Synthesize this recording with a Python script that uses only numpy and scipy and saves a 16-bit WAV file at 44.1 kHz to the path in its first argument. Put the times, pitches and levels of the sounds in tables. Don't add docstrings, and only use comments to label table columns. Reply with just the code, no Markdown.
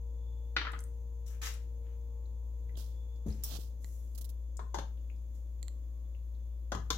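import sys
import numpy as np
from scipy import signal
from scipy.fft import rfft, irfft, next_fast_len
from scipy.io import wavfile
from scipy.ndimage import uniform_filter1d

SR = 44100
rng = np.random.default_rng(int(sys.argv[2]) if len(sys.argv) > 2 else 0)


def digitize_waveform(pressure):
    field = np.atleast_2d(pressure).T
    bounded = np.clip(field, -1, 1)
    quanta = np.round(bounded * 32767).astype(np.int16)
    wavfile.write(sys.argv[1], SR, quanta)


N = 307377
TIME = np.arange(N) / SR
BLOW = TIME[:SR // 3]
HALF_SECOND = TIME[:SR // 2]

# (frequency [Hz], relative density [dB])
AIR_SPECTRUM = [(20, -11.5), (45, -0.5), (85, 9), (140, -4.5), (220, -6), (330, -4.5), (400, -15.5),
                (550, -10.5), (700, -21), (950, -24), (1400, -31.5), (5000, -35.5), (9000, -42),
                (11500, -31), (15000, -32)]
AIR_DB = -61.5

# (multiple of the motor rate, level [dB rms])
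DRONE_LINES = [(2, -87.5), (3, -71), (4, -82), (6, -88.5), (9, -77.5), (10, -83), (11, -94), (16, -88),
               (19, -88.5)]
# (multiple of the motor rate, level relative to the whine [dB])
WHINE_LINES = [(2, 1), (8, 2), (9.5, -12), (15, -11.5), (17, -15.5), (18, -29)]
# (time [s], level [dB])
WHINE_LEVEL = [(0, -66.3), (2.8, -68), (3.35, -70.5), (4.1, -76), (6.9, -82)]
# (centre [Hz], width [Hz], level [dB rms])
HISS_BANDS = [(6273, 100, -84.5), (6870, 760, -79.5)]
# (time [s], rise [dB])
WHISTLE_SWELLS = [(0.329, 9.5), (3.05, 12.5)]
MOTOR_HZ, MOTOR_DB, MOTOR_SWAY_DB = 58.17, -39, 0.8
WHISTLE_HZ, WHISTLE_BAND_HZ = 3475, 70
WHISTLE_DB, WHISTLE_SWELL_S = -87.5, 0.13

# (time [s], rise [s], hold [s], fade [s], level [dB], treble [dB], pan [dB])
RUBS = [(2.769, .0015, 0.022, 0.061, -51.5, -12.5, -10), (3.419, 0.04, 0.045, 0.029, -51, -16.5, -5),
        (3.496, 0.021, .052, 0.011, -45.5, -18.5, -13.5), (3.587, 0.0018, 0.031, 0.045, -54.5, -10.5, -12)]
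# (frequency [Hz], gain [dB])
RUB_SPECTRUM = [(100, 18), (300, 7.5), (900, 1.5), (2200, -9), (3200, 5), (6500, 11), (8500, 9),
                (12500, 14.5), (16000, 12.5)]
# (time [s], level [dB])
STUTTER = [(4.148, -53), (4.177, -46.5), (4.2101, -46.5), (4.2432, -48), (4.291, -52)]
SLIP_RISE_S, SLIP_HOLD_S, SLIP_FADE_S = 0.0013, 0.0075, 0.0062
SLIP_TREBLE_DB, SLIP_PAN_DB = -2, -27
# (time [s], level [dB], pan [dB])
KNOCKS = [(2.758, -40, -9), (2.774, -32, -22), (3.588, -32, -20)]
KNOCK_HZ, KNOCK_DECAY_S = 171, 0.003

# (time [s], level [dB], pitch [Hz])
BUMPS = [(3.262, -35, 212), (3.274, -32.5, 69.8), (6.745, -35, 101.6)]
BUMP_DECAY_S, BUMP_PAN_DB = 0.046, 3.5
THUD_LAG_S, THUD_DB, THUD_HZ, THUD_DECAY_S = 0.027, -16.5, 159.4, 0.039

# (time [s], rise [s], hold [s], fade [s], level [dB], treble [dB], pan [dB])
SLIDES = [(1.257, 0.0047, 0.033, 0.047, -63.5, 15, 15), (1.29, .026, 0.018, .035, -71, -45, 15),
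          (1.416, 0.0013, 0.039, 0.041, -46.5, 1.5, -1), (1.82, 0.044, 0.071, 0.018, -81.5, -34, 4),
          (3.262, 0.002, 0.032, 0.09, -66, 8.5, -3), (3.80, 0.02, 0.1, 0.17, -69.5, 28, -17),
          (5.343, .003, 0.01, 0.034, -73.5, 18.5, -9)]
# (frequency [Hz], gain [dB])
SLIDE_SPECTRUM = [(200, -21), (700, 0), (1300, 7.5), (2000, 6.5), (3200, 5.5), (4500, 2), (6800, 6.5),
                  (8500, -7.5), (12000, -2.5), (16000, -9.5)]
CRUMB_DB, CRUMB_SCATTER_DB, CRUMB_HZ = -77.5, 2, 3240
DIPPING_S = (1.7, 6.4)

# (time [s], level [dB], centre [Hz], decay [s], pan [dB])
SMACKS_AND_SCRAPE = [(.719, -55, 8000, 0.00094, 3), (.791, -51.5, 6730, 0.0012, 3),
                     (.804, -51.5, 9250, 0.0034, -8), (.839, -52.5, 8600, .0013, 3),
                     (1.539, -53, 9300, 0.0035, -9), (4.570, -49, 7130, 0.0045, 21)]
SMACK_OCTAVES, SMACK_ROOM_DB = 0.43, -19.5
# (time [s], level [dB], centre [Hz], pan [dB])
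TICKS = [(2.256, -71.5, 4080, 0), (2.694, -61, 2010, 2), (2.755, -60.5, 3460, -18),
         (2.774, -58, 3330, -20.5), (3.304, -59.5, 4230, 9), (3.325, -58, 5160, 0), (5.1, -60, 2550, 18),
         (6.149, -64.5, 2650, 15)]
TICK_OCTAVES, TICK_DECAY_S, TICK_ROOM_DB = 0.12, 0.0032, -16.5
# (centre [Hz], width [octaves], level [dB], decay [s])
TING_BANDS = [(14300, .085, -2, .005), (8600, 0.6, -4.5, 0.0028), (5580, 0.09, -8, 0.0066)]
TING_S, TING_DB, TING_PAN_DB = 3.4367, -36, -6

# (time [s], level [dB], treble [dB])
HINGE_CLICKS = [(3.845, -51.5, -11.5), (5.629, -47.5, 8.5), (5.682, -50, 1)]
# (frequency [Hz], level [dB], T60 [s])
HINGE_MODES = [(226, -6.5, 0.02), (1970, -2.5, 0.015), (3120, -9, 0.0044), (4220, 2, 0.0088),
               (7260, 9.5, 0.0054), (13000, 7, 0.0008)]
# (frequency [Hz], gain [dB])
HINGE_CRACK = [(300, 9), (2500, -3), (5000, -5), (9000, -6), (16000, -2.5)]

# (time [s], level [dB], treble [dB], contact [s], spot pitch [Hz], spot ring [dB])
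BOWL_TAPS = [(4.593, -40.5, -11, 0.011, 1014, 1.5), (4.744, -31, 1, 0.022, 886, 5.5),
             (4.786, -38, 0, 0.0057, 550, -4), (6.7197, -31, -7, 0.0029, 1230, -11.5),
             (6.749, -38, -6, 0.0023, 1270, -3), (6.9038, -27.5, 6.5, 0.00084, 1730, -17)]
# (frequency [Hz], level [dB], T60 [s])
BOWL_MODES = [(335, -3, 0.03), (445, -6, 0.073), (570, -10, 0.12), (764, -2.5, 0.015), (1030, -0.5, 0.048),
              (1240, -17, 0.046), (1680, -8, 0.072), (2070, -10, 0.026), (3150, -3, 0.0033),
              (3580, -7, 0.015), (4350, -8, 0.0021), (6550, 1, 0.0063)]
# (frequency [Hz], gain [dB])
BOWL_CRACK = [(100, -8), (400, 2.5), (1500, 6), (2500, -19), (3300, -1.5), (6800, -7), (8500, -16),
              (12500, -18.5), (16000, -31)]
SECOND_TIP_S, SECOND_TIP_DB, SECOND_TIP_TREBLE_DB = 0.0057, -12, -29

# (time [s], level [dB], contact [s], judder [dB relative to the blow])
BOARD_HITS = [(0.5651, -23, .003, -12), (.579, -36.5, .008, -15), (.614, -35, .017, -4),
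              (.650, -36.5, 0.0061, 0), (.667, -33, 0.014, 4.5), (.734, -40.5, 0.0043, -1),
              (0.747, -46, 0.0071, 3)]
# (frequency [Hz], level [dB], T60 [s])
BOARD_MODES = [(863, -11.5, 0.022), (1070, -10.5, 0.028), (1415, 10.5, 0.047), (1927, 11, 0.019),
               (2078, 11.5, 0.06), (2240, -4, .035), (2900, 3.5, 0.047), (3155, 17.5, 0.014),
               (3487, -0.5, 0.0346), (4100, -5.5, .025), (4250, 3.5, .025), (5000, -12, 0.017),
               (6300, -19.5, .015)]
# (frequency [Hz], gain [dB])
BOARD_CRACK = [(100, -25.5), (300, -4), (550, -14), (1500, 0.5), (3900, 2), (6000, -13), (8300, -40.5),
               (16000, -52)]
BOARD_TREBLE_DB, DULLING_DB_PER_S, BOARD_EDGE_HZ = -3, 104, 7200

ROOM_T60_S, ROOM_TREBLE_T60_S = 0.29, 0.26
TOP_HZ = 15950


def undb(db):
    return 10 ** (np.asarray(db) / 20)


def unit(x):
    return x / np.sqrt(np.mean(x ** 2))


def burst(x, db):
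    return x * undb(db) * np.sqrt(SR / 100 / np.sum(x ** 2))


def shape(x, gain):
    size = next_fast_len(x.shape[-1])
    hz = np.maximum(np.fft.rfftfreq(size, 1 / SR), 1)
    return irfft(rfft(x, size) * gain(hz), size)[..., :x.shape[-1]]


def colour(points):
    hz, db = np.transpose(points)
    return lambda f: undb(np.interp(np.log(f), np.log(hz), db))


def shelf(f, treble_db, corner_hz):
    return undb(treble_db / (1 + (corner_hz / f) ** 4))


def noise(size, gain, apart_hz=500):
    mid, side = shape(rng.standard_normal((2, size)), gain)
    side = shape(side, lambda f: f / np.hypot(f, apart_hz))
    return unit(np.array([mid + side, mid - side]))


def walk(rate):
    knots = rng.standard_normal(int(rate * N / SR) + 2)
    return np.interp(TIME * rate, np.arange(len(knots)), knots)


def pan(db):
    return unit(undb(np.array([[db], [-db]]) / 2))


def add(track, s, x):
    start = int(s * SR)
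    track[..., start:start + x.shape[-1]] += x[..., :N - start]


def ports(x, lag_s):
    return np.array([x, shape(x, lambda f: np.exp(-2j * np.pi * f * lag_s))])


def even(x, size):
    spectrum = rfft(x, 2 * x.shape[-1])
    power = uniform_filter1d(np.abs(spectrum) ** 2, size=size)
    return irfft(spectrum * np.sqrt(power.mean() / power))[..., :x.shape[-1]]


def kitchen(x, tail_db, early_db, early_s=0.0043, gap_s=0.0022):
    t = HALF_SECOND
    low = noise(len(t), lambda f: 1 / np.hypot(1, f / 4000))
    high = noise(len(t), lambda f: f / np.hypot(f, 4000))
    tail = 0.5 * low * undb(-60 * t / ROOM_T60_S)
    tail += 0.62 * high * undb(-60 * t / ROOM_TREBLE_T60_S)
    early = noise(len(t), np.ones_like) * np.exp(-t / early_s)
    onset = 1 - np.exp(-t / gap_s)
    echo = (undb(tail_db) * unit(tail) + undb(early_db) * unit(early)) * onset / np.sqrt(len(t))
    return signal.fftconvolve(x[None], even(echo, size=140), axes=1)[:, :N]


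def ring(modes, treble_db):
    out = 0
    for hz, db, t60 in modes:
        struck_hz = hz * (1 + 0.011 * rng.standard_normal())
        mode = np.sin(2 * np.pi * struck_hz * BLOW) * undb(-60 * BLOW / t60)
        out = out + rng.choice([-1, 1]) * burst(mode, db) * shelf(hz, treble_db, 2300)
    return out * (1 - np.exp(-BLOW / 0.0001))


def strike(modes, crack, crack_db, treble_db, contact_s):
    contact = even(rng.standard_normal(len(BLOW)) * np.exp(-BLOW / contact_s), size=100)
    chatter = shape(contact, lambda f: colour(crack)(f) * shelf(f, treble_db, 2100))
    chatter = chatter * np.exp(-BLOW / 0.03)
    return burst(burst(ring(modes, treble_db), 0) + burst(chatter, crack_db), 0)


def thump(db, hz, decay_s):
    rumble = noise(len(BLOW), lambda f: f / np.hypot(f, 60) / np.hypot(1, (f / (1.44 * hz)) ** 3))
    body = unit(np.sin(2 * np.pi * hz * BLOW) + undb(-1.5) * rumble)
    return undb(db) * body * np.exp(-BLOW / decay_s) * (1 - np.exp(-BLOW / 0.0012))


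def pops(events, room_db):
    out, send = np.zeros((2, N)), np.zeros(N)
    for s, db, hz, octaves, decay_s, pan_db in events:
        band = noise(len(BLOW), lambda f: 1 / (1 + (np.log2(f / hz) / octaves) ** 2 / 2) ** 2)
        pop = band * np.exp(-BLOW / decay_s)
        add(out, s, pan(pan_db) * burst(pop, db))
        add(send, s, burst(pop[0], db + room_db))
    return out + kitchen(send, tail_db=8.5, early_db=13)


def friction(strokes, spectrum, grain_db, corner_hz):
    out, t = np.zeros((2, N)), HALF_SECOND
    for s, rise_s, hold_s, fade_s, db, treble_db, pan_db in strokes:
        grain = unit(uniform_filter1d(rng.standard_normal(len(t)), size=50))
        slips = unit(undb(grain_db * grain))
        pressure = np.minimum(t / rise_s, 1) * np.exp(-np.maximum(t - rise_s - hold_s, 0) / fade_s)
        hiss = noise(len(t), lambda f: colour(spectrum)(f) * shelf(f, treble_db, corner_hz))
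        add(out, s, pan(pan_db) * undb(db) * pressure * slips * hiss)
    return out


def air():
    room = noise(N, colour(AIR_SPECTRUM)) * undb(AIR_DB + 0.67 * walk(2.6))
    return shape(room, lambda f: undb(np.array([[1], [-1]]) * 1.6 / np.hypot(1, f / 2500)))


def fridge():
    turns = np.cumsum(MOTOR_HZ * (1 + 0.000602 * walk(1.76))) / SR
    hum = np.sin(2 * np.pi * turns) * undb(MOTOR_DB + MOTOR_SWAY_DB * walk(3.2))
    whine_db = np.interp(TIME, *np.transpose(WHINE_LEVEL))
    for lines, base_db in ((DRONE_LINES, 0), (WHINE_LINES, whine_db)):
        for multiple, db in lines:
            line = np.sin(2 * np.pi * (multiple * turns + rng.random()))
            hum += line * undb(base_db + db + 2.0 * walk(6))
    whistle_db = np.full(N, float(WHISTLE_DB))
    for s, rise_db in WHISTLE_SWELLS:
        whistle_db += rise_db * np.exp(-((TIME - s) / WHISTLE_SWELL_S) ** 2 / 2)
    jets = np.zeros((2, N))
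    for hz, width, db in [*HISS_BANDS, (WHISTLE_HZ, WHISTLE_BAND_HZ, whistle_db)]:
        band = noise(N, lambda f: 1 / (1 + (2 * (f - hz) / width) ** 2))
        jets += band * undb(db + 0.8 * walk(1.844))
    return pan(3.8) * np.sqrt(2) * hum + jets


def fingers():
    slips = [(s, SLIP_RISE_S, SLIP_HOLD_S, SLIP_FADE_S, db, SLIP_TREBLE_DB, SLIP_PAN_DB) for s, db in STUTTER]
    dry = friction(RUBS + slips, RUB_SPECTRUM, grain_db=2.0, corner_hz=6340)
    return dry + kitchen(dry.mean(axis=0), tail_db=-12, early_db=-18)


def thumps():
    out = np.zeros((2, N))
    for s, db, hz in BUMPS:
        add(out, s, pan(BUMP_PAN_DB) * thump(db, hz, BUMP_DECAY_S))
    for s, db, *_ in BOWL_TAPS:
        add(out, s + THUD_LAG_S, pan(BUMP_PAN_DB) * thump(db + THUD_DB, THUD_HZ, THUD_DECAY_S))
    for s, db, pan_db in KNOCKS:
        add(out, s, pan(pan_db) * thump(db, KNOCK_HZ, KNOCK_DECAY_S))
    return out


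def crumbs(count=6, octaves=0.39, decay_s=0.0016):
    times = rng.uniform(*DIPPING_S, count)
    chance = rng.standard_normal((count, 3))
    crackles = [(s, CRUMB_DB + CRUMB_SCATTER_DB * a, CRUMB_HZ * 2 ** (b / 2), octaves, decay_s, 4 * c)
                for s, (a, b, c) in zip(times, chance)]
    return pops(crackles, room_db=-8)


def flour():
    dry = friction(SLIDES, SLIDE_SPECTRUM, grain_db=5.0, corner_hz=5050)
    return dry + pan(4.8) * kitchen(dry.mean(axis=0), tail_db=5, early_db=9)


def smacks_and_scrape():
    bursts = [(s, db, hz, SMACK_OCTAVES, decay_s, pan_db) for s, db, hz, decay_s, pan_db in SMACKS_AND_SCRAPE]
    return pops(bursts, SMACK_ROOM_DB)


def ticks():
    taps = [(s, db, hz, TICK_OCTAVES, TICK_DECAY_S, pan_db) for s, db, hz, pan_db in TICKS]
    return pops(taps, TICK_ROOM_DB)


def ting():
    bands = [(TING_S, TING_DB + db, hz, octaves, decay_s, TING_PAN_DB)
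             for hz, octaves, db, decay_s in TING_BANDS]
    return pops(bands, room_db=-12.0)


def hinge():
    dry = np.zeros(N)
    for s, db, treble_db in HINGE_CLICKS:
        click = strike(HINGE_MODES, HINGE_CRACK, -8.5, treble_db, contact_s=0.00045)
        add(dry, s, burst(click, db))
    echo = kitchen(dry, tail_db=-12, early_db=-12)
    return pan(-9.0) * (ports(dry, lag_s=0.00003) + echo)


def bowl():
    out = np.zeros((2, N))
    for s, db, treble_db, contact_s, spot_hz, spot_db in BOWL_TAPS:
        dry = np.zeros(N)
        spot = burst(ring([(spot_hz, 0, 0.03)], 0), spot_db)
        first = strike(BOWL_MODES, BOWL_CRACK, 0.99, treble_db, contact_s) + spot
        second = strike(BOWL_MODES, BOWL_CRACK, -2.5, treble_db + SECOND_TIP_TREBLE_DB, contact_s)
        add(dry, s, burst(first, db))
        add(dry, s + SECOND_TIP_S, burst(second, db + SECOND_TIP_DB))
        out += undb(-5.0) * ports(dry, lag_s=0.0001) + kitchen(dry, tail_db=-5.5, early_db=1.5)
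    return pan(5.8) * shape(out, lambda f: undb(-7 * np.exp(-((f - 8700) / 1000) ** 2)))


def board():
    out = np.zeros((2, N))
    first_s = BOARD_HITS[0][0]
    for s, db, contact_s, judder_db in BOARD_HITS:
        dry = np.zeros(N)
        treble_db = BOARD_TREBLE_DB - DULLING_DB_PER_S * (s - first_s)
        resonance = noise(len(BLOW), lambda f: 1 / (1 + ((f - 1270) / 240) ** 2))[0]
        judder = resonance * BLOW * np.exp(-BLOW / 0.0023)
        clack = strike(BOARD_MODES, BOARD_CRACK, 2.8, treble_db, contact_s)
        add(dry, s, burst(clack + burst(judder, judder_db), db))
        out += undb(-6) * ports(dry, lag_s=0.00011) + kitchen(dry, tail_db=-6.0, early_db=-1.0)
    top_cut = signal.butter(6, BOARD_EDGE_HZ, fs=SR, output="sos")
    return pan(3.5) * signal.sosfilt(top_cut, out)


def scene():
    background = air() + fridge()
    contents = crumbs() + flour() + smacks_and_scrape()
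    tongs = ticks() + ting() + hinge() + bowl() + board()
    return background + fingers() + thumps() + contents + tongs


def record(dry):
    return signal.sosfilt(signal.ellip(10, 0.2, 80, TOP_HZ, fs=SR, output="sos"), dry)


dry = scene()
out = record(dry)
digitize_waveform(out)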